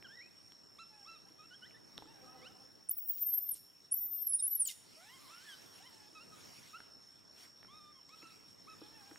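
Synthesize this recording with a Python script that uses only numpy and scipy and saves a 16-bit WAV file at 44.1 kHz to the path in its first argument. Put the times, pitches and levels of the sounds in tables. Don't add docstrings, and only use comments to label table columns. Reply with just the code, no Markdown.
import sys
import numpy as np
from scipy import signal
from scipy.fft import rfft, irfft, next_fast_len
from scipy.io import wavfile
from scipy.ndimage import uniform_filter1d, map_coordinates

SR = 44100
rng = np.random.default_rng(int(sys.argv[2]) if len(sys.argv) > 2 else 0)


def to_linear_factor(level_db):
    exponent = np.asarray(level_db, float) / 20
    return 10 ** exponent


def to_wav(s):
    ch = np.atleast_2d(s).T
    pcm = np.round(np.clip(ch, -1, 1) * 32767)
    wavfile.write(sys.argv[1], SR, pcm.astype(np.int16))


N = 404838
TIME = np.arange(N) / SR

# (time [s], pitch [Hz])
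SQUEAL_PITCH = [(2.884, 7700), (2.896, 10250), (2.907, 13800), (2.927, 15150), (2.955, 16300),
                (2.985, 15200), (3.01, 15760), (3.03, 15640), (3.055, 15900), (3.085, 14900),
                (3.103, 15800), (3.14, 15000), (3.16, 15700), (3.193, 15000), (3.204, 14000),
                (3.264, 13170), (3.284, 13180), (3.314, 12180), (3.351, 12870), (3.377, 12680),
                (3.418, 14070), (3.488, 12960), (3.503, 13040), (3.519, 11100), (3.549, 8040), (3.91, 8400),
                (3.926, 10530), (3.953, 12500), (3.966, 14350), (4.022, 14080), (4.062, 14220),
                (4.162, 13790), (4.178, 13300), (4.204, 13340), (4.257, 12400), (4.291, 10850),
                (4.314, 11000), (4.344, 9470), (4.37, 9800), (4.388, 9300), (4.413, 8630), (4.432, 10600),
                (4.443, 10740), (4.46, 9930), (4.492, 12650), (4.518, 11800), (4.551, 11900),
                (4.584, 10480), (4.607, 9800), (4.645, 8480), (4.689, 6380)]
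# (start [s], end [s], level [dB])
SQUEAL_LEVELS = [(2.888, 3.545, -41), (3.913, 4.684, -41.5)]
# (peak time [s], fall length [s], level [dB])
WHISTLE_SWELLS = [(2.895, 0.0043, -24.5), (2.914, 0.0084, -27), (2.985, 0.02, -37), (3.1, 0.031, -28),
                  (3.227, 0.031, -31), (3.27, 0.02, -31), (3.293, 0.024, -30), (3.341, 0.051, -28.5),
                  (3.383, 0.015, -28), (3.433, 0.03, -41), (3.493, 0.0089, -30.5), (3.517, 0.014, -32),
                  (3.925, 0.013, -25.5), (3.943, 0.0073, -22), (3.974, 0.039, -35), (4.034, 0.079, -38.5),
                  (4.14, 0.059, -41), (4.226, 0.018, -39), (4.272, 0.012, -27.5), (4.302, 0.033, -34.5),
                  (4.325, 0.0041, -27), (4.337, 0.01, -28), (4.351, 0.033, -27.5), (4.402, 0.017, -35),
                  (4.426, 0.0041, -27), (4.445, 0.041, -28.5), (4.468, 0.0059, -30), (4.481, 0.0074, -30),
                  (4.525, 0.043, -33.5), (4.556, 0.016, -32), (4.604, 0.018, -25), (4.621, 0.023, -27),
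                  (4.653, 0.0056, -33), (4.675, 0.0099, -37.5)]
# (time [s], length [s], pitch [Hz], level [dB])
VOICE_BREAKS = [(4.333, 0.0081, 5040, -49.5), (4.399, 0.018, 3780, -49), (4.66, 0.011, 3090, -49),
                (4.691, 0.01, 3010, -38.5), (4.697, 0.0126, 3740, -41.5), (4.707, 0.027, 2090, -52.5)]
# (time [s], length [s], level [dB])
AIR_PUFFS = [(3.132, 0.047, -64), (3.185, 0.043, -61), (3.566, 0.045, -58), (4.696, 0.051, -43)]
# (frequency [Hz], relative level [dB])
PUFF_SPECTRUM = [(1500, -23), (3000, -7), (7000, -3.5), (15000, -12.5)]
# (start [s], length [s], top pitch [Hz], level [dB], loss per partial [dB])
COOS = [(0.781, 0.061, 1354, -53, 2.5), (1.048, 0.13, 1327, -60, 2), (2.225, .27, 1276, -68.5, 8),
        (8.666, 0.082, 1293, -55.5, 6.5)]
# (start [s], length [s], from [Hz], to [Hz], level [dB])
HOOKED_CHIRPS = [(0.159, 0.095, 1944, 2510, -55), (1.25, 0.051, 794, 1060, -71.5),
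                 (1.38, 0.086, 1230, 1370, -62), (1.502, 0.057, 1467, 1630, -59),
                 (1.615, 0.063, 1470, 1996, -56), (1.739, 0.044, 1750, 2010, -60)]
# (start [s], length [s], from [Hz], to [Hz], level [dB])
GLIDING_CHIRPS = [(0.039, 0.039, 1650, 1384, -52), (0.079, 0.088, 1420, 1956, -56),
                  (0.248, 0.041, 2390, 2680, -56.5), (0.897, 0.15, 865, 796, -68),
                  (6.313, 0.05, 1240, 1225, -61), (6.727, 0.054, 1160, 1520, -52.5)]
# (time [s], pitch [Hz], level [dB], loss per partial [dB])
WHINES = [
    [(2.07, 855, -65, 4), (2.11, 929, -73, -1), (2.17, 788, -75, 2), (2.3, 811, -76, 4),
     (2.365, 1010, -76, -2), (2.41, 984, -77, -4), (2.44, 1164, -71, -8), (2.47, 1488, -61.5, -4),
     (2.495, 1634, -66, 18)],
    [(6.148, 1284, -61, 0), (6.19, 1235, -60.5, 1), (6.21, 1363, -67, 2), (6.236, 1430, -68, -3)],
    [(4.965, 590.5, -69, -1), (5.03, 745, -67.5, 1), (5.1, 950, -76, -13.5), (5.15, 1087, -64, 3),
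     (5.175, 1008, -69, -5), (5.205, 1199, -71, 12), (5.25, 1145, -64, 10), (5.28, 1008, -72.5, -3),
     (5.32, 1305, -59, 1.5), (5.43, 1543, -67, 11), (5.457, 1820, -64, 28), (5.49, 1670, -52.5, 13),
     (5.54, 1545, -61, -1.5), (5.57, 1450, -78, 8)],
    [(5.8, 728, -62, 12), (5.835, 899, -75, -8), (5.87, 1065, -68, -4.5), (5.91, 902, -77.5, 0),
     (6.09, 836, -75.5, -4)],
    [(8.82, 813, -71.5, -7), (8.9, 880, -84, -2), (8.96, 900, -71.5, -5.5), (9.04, 788, -72.5, 0),
     (9.14, 815, -73.5, -4)],
    [(8.085, 1030, -66, 5), (8.12, 1210, -73.5, -4), (8.145, 1290, -58, 2), (8.16, 1280, -76, 6)],
    [(8.215, 1260, -59, 4), (8.245, 1395, -64.5, -3), (8.262, 1293, -59, 4), (8.295, 1370, -72, -4),
     (8.335, 1245, -71, 0)],
]
# (time [s], pitch [Hz], level [dB])
LONG_COO = [(7.678, 1020, -63), (7.715, 1170, -62), (7.78, 1275, -60), (7.805, 1195, -63),
            (7.92, 1205, -66), (7.932, 1080, -88), (7.96, 1090, -67), (7.99, 1040, -68), (8.01, 880, -80)]
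LONG_COO_PARTIALS = [-2, -11, -9.5, -19]
# (time [s], pitch [Hz], level [dB])
HOOT = [(2.2, 251.5, -78), (2.36, 254.4, -67.5), (2.55, 257, -72.5), (2.7, 265, -84)]
HOOT_PARTIALS = [-9.5, -2.5, -1.5, -12, -9.5]
# (frequency [Hz], gain [dB])
MOUTH_RESONANCES = [(300, 5), (1200, 1), (1700, -3.5), (2000, 0), (2450, -4), (3100, 5.5), (3800, -1),
                    (4600, -11.5), (6300, 4.5), (9000, -5)]
# (time [s], snap level [dB], snap pitch [Hz], thud level [dB])
FOOTFALLS = [(.026, -46.5, 2380, -74), (0.5211, -43.5, 3300, -63), (1.305, -63.5, 630, -53.5),
             (1.709, -51, 2460, -80), (1.9792, -30.5, 3635, -62), (1.986, -47.5, 853, -60),
             (2.023, -46, 863, -52), (2.0568, -51, 1300, -50), (6.127, -56, 2280, -55),
             (6.8038, -42, 1530, -60), (7.63, -53, 1790, -73.5), (7.648, -51, 1380, -63.5),
             (8.0925, -40, 5200, -73), (8.228, -52, 2145, -47.5), (8.8164, -51.5, 1170, -42),
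             (9.1128, -47, 1497, -45), (9.159, -46.5, 1830, -71)]
# (frequency [Hz], relative level [dB], decay by 60 dB [s])
GROUND_MODES = [(318, 4.5, 0.046), (450, 9, 0.02), (975, 11, 0.007)]
# (frequency [Hz], decay by 60 dB [s])
YARD_DECAY = [(500, 0.94), (4000, 0.68), (15000, 0.41)]
# (time [s], length [s], rumble level [dB], rustle level [dB])
GUSTS = [(0.09, 0.49, -71, -106), (2.23, 0.76, -68, -79.5), (5.392, 1.18, -77.5, -61.5),
         (6.523, 0.49, -70.5, -63), (7.424, 0.11, -74, -64), (8.273, 0.27, -74, -70),
         (9.13, 0.9, -73.5, -69)]
# (frequency [Hz], relative level [dB])
RUMBLE_SPECTRUM = [(15, -57.5), (30, -32.5), (100, -6.5), (290, -6), (1000, -17), (2000, -22)]
# (frequency [Hz], relative level [dB])
RUSTLE_SPECTRUM = [(400, -34), (900, -2), (2000, -3), (4500, -2.5), (7000, -5), (10000, -8), (13000, -12.5),
                   (16000, -17.5)]
# (frequency [Hz], correlation [-1 to 1])
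STEREO_LIKENESS = [(250, -0.37), (600, -0.29), (1500, 0.2), (6000, 1), (11000, 0.57)]
# (frequency [Hz], left over right [dB])
PORT_DIFFERENCE = [(40, 4), (200, 1.5), (1200, -2.5), (4000, -1.5)]


def along(points, hz):
    f, value = np.transpose(points)
    return np.interp(np.log(hz + 1), np.log(f + 1), value)


def curves(rows):
    s, *columns = np.transpose(rows)
    return [np.interp(TIME, s, c) for c in columns]


def unit(x):
    return x / np.sqrt(np.mean(x ** 2) + 1e-20)


def wobble(rate):
    knots = rng.standard_normal(int(N * rate / SR) + 4)
    return map_coordinates(knots, [TIME * rate])


def coloured(x, spectrum):
    m = next_fast_len(N + 8192)
    hz = np.fft.rfftfreq(m, 1 / SR)
    in_band = (hz >= spectrum[0][0]) & (hz <= spectrum[-1][0])
    return irfft(rfft(x, m) * to_linear_factor(along(spectrum, hz)) * in_band, m)[..., :N]


def bump(s, length):
    return np.exp(-((TIME - s) / length * 2) ** 2)


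def phase(hz):
    return 2 * np.pi * np.cumsum(hz) / SR


def squeals():
    jitter = 1 + 0.0019 * wobble(150) + 0.00247 * wobble(40)
    hz = uniform_filter1d(curves(SQUEAL_PITCH)[0], size=240) * jitter
    size = sum(to_linear_factor(db) * (TIME > s) * (TIME < end) for s, end, db in SQUEAL_LEVELS)
    for s, length, db in WHISTLE_SWELLS:
        size = size + to_linear_factor(db) * bump(s, length * np.where(TIME < s, 0.7, 1))
    flutter_db = 1.3 * wobble(130)
    size = uniform_filter1d(size, size=40) * to_linear_factor(flutter_db) * np.sqrt(2)

    turn = phase(hz)
    overtone = to_linear_factor(-4.0) * (hz < 7900) * np.sin(2 * turn)
    out = size * (np.sin(turn) + overtone)

    mixing = np.clip(size * to_linear_factor(50), 0, 1)
    for s, length, low_hz, db in VOICE_BREAKS:
        sag = 0.08 * np.clip((TIME - s) / length, -1, 1)
        low = phase(low_hz * (1 - sag + 0.018 * wobble(200)))
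        mixed = 1.64 * np.sin(turn - low) + 0.5 * np.sin(turn + low)
        out += to_linear_factor(db) * bump(s, length) * (np.sin(low) + mixing * mixed)

    breath = unit(coloured(rng.standard_normal(N), PUFF_SPECTRUM)) * to_linear_factor(3.5 * wobble(300))
    return out + breath * sum(to_linear_factor(db) * bump(s, length) for s, length, db in AIR_PUFFS)


def voice(rows, partials_db, fade, rough, flicker_db):
    start, end = round(rows[0][0] * SR), round(rows[-1][0] * SR)
    hz, db, *loss = [uniform_filter1d(c, size=400)[start:end] for c in curves(rows)]
    loss_db = sum(loss)
    t = TIME[:end - start]
    gate = np.clip(np.minimum(t, t[::-1]) / fade, 0, 1)
    turn = phase(hz * (1 + rough * wobble(70)[start:end]))
    knots = rng.standard_normal((len(partials_db), 40))
    tone = 0
    for k, partial_db in enumerate(partials_db):
        flicker = flicker_db * np.interp(t * 45, np.arange(40), knots[k]) * np.sqrt(k + 1)
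        dulling_db = np.maximum(k * loss_db, min(k, 1) * loss_db)
        tone = tone + to_linear_factor(db + partial_db - dulling_db + flicker) * np.sin((k + 1) * turn)
    out = np.zeros(N)
    out[start:end] = np.sqrt(2) * gate * tone
    return out


def call(s, length, pitch, db, loss_db):
    share = np.linspace(0, 1, num=21)
    hz = np.interp(share, *np.transpose(pitch))
    rising = hz[10] > 1.08 * hz[0] and hz[-1] > hz[10]
    loudest_at = 0.32 if rising else 0.22
    level_db = db + np.interp(share, [0, loudest_at, 1], [-13, 0, -6.5])
    partials_db = [-loss_db * k - 14 * (k > 2) for k in range(5)]
    rows = np.transpose([s + length * share, hz, level_db])
    return voice(rows, partials_db, fade=0.007, rough=0.011, flicker_db=2.6)


def purity(from_hz, to_hz):
    mean_khz = (from_hz + to_hz) / 2000
    return max(6.5 + 7 * (mean_khz - 1), 2)


def troop():
    out = np.zeros(N)
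    for s, length, hz, db, loss_db in COOS:
        pitch = [(0, hz * (1 - 0.25)), (0.24, hz), (0.773, hz), (1, hz * (1 - 0.081))]
        out += call(s, length, pitch, db, loss_db)
    for s, length, from_hz, to_hz, db in HOOKED_CHIRPS:
        pitch = [(0, from_hz), (0.5, from_hz * 1.01), (0.8, to_hz), (1, to_hz)]
        loss_db = 5.5 * (from_hz / 1500) ** 3
        out += call(s, length, pitch, db, loss_db)
    for s, length, from_hz, to_hz, db in GLIDING_CHIRPS:
        out += call(s, length, [(0, from_hz), (1, to_hz)], db, purity(from_hz, to_hz))
    for rows in WHINES:
        out += voice(rows, [0, 0, -6, -17], fade=0.007, rough=0.012, flicker_db=2)
    out += voice(LONG_COO, LONG_COO_PARTIALS, fade=0.007, rough=0.006, flicker_db=1.5)
    hoot = voice(HOOT, HOOT_PARTIALS, fade=0.03, rough=0.03, flicker_db=4.5)
    return coloured(out, MOUTH_RESONANCES) + hoot


def steps():
    out, t = np.zeros(N + SR), TIME[:2048]
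    for s, db, hz, thud_db in FOOTFALLS:
        crack = unit(uniform_filter1d(rng.standard_normal(len(t)), size=int(SR / hz) + 1))
        decay = to_linear_factor(-60 * t * hz / 15)
        snap = decay * (1 + 0.55 * crack) * np.sin(2 * np.pi * hz * t)
        hollow = 0
        for mode_hz, mode_db, t60 in GROUND_MODES:
            mode_level = to_linear_factor(mode_db + rng.normal(0, 1) - 60 * t / t60)
            hollow = hollow + mode_level * np.sin(2 * np.pi * mode_hz * t)
        thud = (1 - np.exp(-t / 0.0066)) * hollow
        out[round(s * SR):][:len(t)] += to_linear_factor(db) * snap + to_linear_factor(thud_db) * thud
    return out[:N]


def yard(x, spread):
    hz, t, z = signal.stft(rng.standard_normal((2, SR // 2)), SR, nperseg=256)
    decay = to_linear_factor(-60 * t / along(YARD_DECAY, hz)[:, None])
    mid, side = signal.istft(z * decay, SR, nperseg=256)[1]
    tail = np.array([mid + spread * side, mid - spread * side]) / np.linalg.norm(mid)
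    delayed = np.pad(x, (300, 0))[None]
    return signal.fftconvolve(delayed, tail, axes=1)[:, :N]


def insects():
    cycle = 2 * np.pi * (TIME - 0.2) / 0.878
    hz = 5455 + 42 * np.sin(cycle) - 14 * np.sin(2 * cycle)

    def churn(rate):
        return wobble(rate) * np.sin(phase(hz)) + wobble(rate) * np.cos(phase(hz))

    clicks_per_s, click_rise_s = 117, 0.0023
    count = np.cumsum(clicks_per_s * (1 + 0.005 * wobble(9))) / SR
    leader = np.zeros(N)
    for back in range(3):
        click = np.floor(count) - back
        since = TIME - np.interp(click, count, TIME, left=-1)
        strength = np.where(click % 2, 0.5, 1)
        envelope = since * np.exp(-since / click_rise_s)
        leader += strength * envelope * np.sin(2 * np.pi * hz * since)
    centre = unit(churn(205)) + to_linear_factor(-1.5 + 2.5 * wobble(14)) * unit(leader)
    others = 0.12 * churn(265)
    return to_linear_factor(-62.5) * unit(np.array([centre + others, centre - others]))


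def rush(spectrum, patchy_db):
    hz, _, z = signal.stft(rng.standard_normal((2, N)), SR, nperseg=512)
    field = uniform_filter1d(rng.standard_normal(z.shape[1:]), size=6, axis=0)
    field = uniform_filter1d(field, size=10, axis=1)
    turn = np.arccos(np.clip(along(STEREO_LIKENESS, hz), -1, 1))[:, None] / 2
    patched = z * to_linear_factor(patchy_db * unit(field)) * [np.cos(turn), np.sin(turn)]
    mid, side = signal.istft(patched, nperseg=512)[1][:, :N]
    return unit(coloured(np.array([mid + side, mid - side]), spectrum))


def air():
    low, high = to_linear_factor(-67), to_linear_factor(-71)
    for s, length, rumble_db, rustle_db in GUSTS:
        low = low + to_linear_factor(rumble_db) * bump(s, length)
        high = high + to_linear_factor(rustle_db) * bump(s, length)
    rumble = low * to_linear_factor(1.3 * wobble(6.7)) * rush(RUMBLE_SPECTRUM, patchy_db=1.44)
    rustle = high * to_linear_factor(0.76 * wobble(16)) * rush(RUSTLE_SPECTRUM, patchy_db=3.0)
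    return rumble + rustle


def scene():
    near, far, feet = squeals(), troop(), steps()
    khz_over = (curves(SQUEAL_PITCH)[0] - 11000) / 1000
    lean_db = np.clip(0.6 * khz_over, -0.3, 2.1) + 1.1 * wobble(25)
    near_echo = to_linear_factor(-16.5) * yard(near, spread=0.38)
    far_echo = to_linear_factor(-13.5) * yard(far + feet, spread=0.62)
    direct = near * to_linear_factor([lean_db, -lean_db]) + far + feet
    return direct + near_echo + far_echo + insects() + air()


def roll_off(x):
    return signal.sosfilt(signal.butter(12, 15720, fs=SR, output="sos"), x)


def record(dry):
    ports = []
    for channel, side in zip(dry, (1, -1)):
        response = [(f, side * db / 2) for f, db in PORT_DIFFERENCE]
        ports.append(coloured(channel, [(0.0072, 0)] + response + [(15900, 0)]))
    stereo = np.array(ports)

    threshold_db, share_taken_back, release_db_per_s = -44.5, 0.25, 21
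    power = uniform_filter1d(np.mean(stereo ** 2, axis=0), size=2000)
    level_db = 10 * np.log10(np.abs(power) + 1e-12)
    release_db = release_db_per_s * TIME
    held_db = np.maximum.accumulate(level_db + release_db) - release_db
    gain_db = -share_taken_back * np.maximum(held_db - threshold_db, 0)
    mix = stereo * to_linear_factor(uniform_filter1d(gain_db, size=3000))
    return roll_off(mix)


dry = scene()
out = record(dry)
to_wav(out)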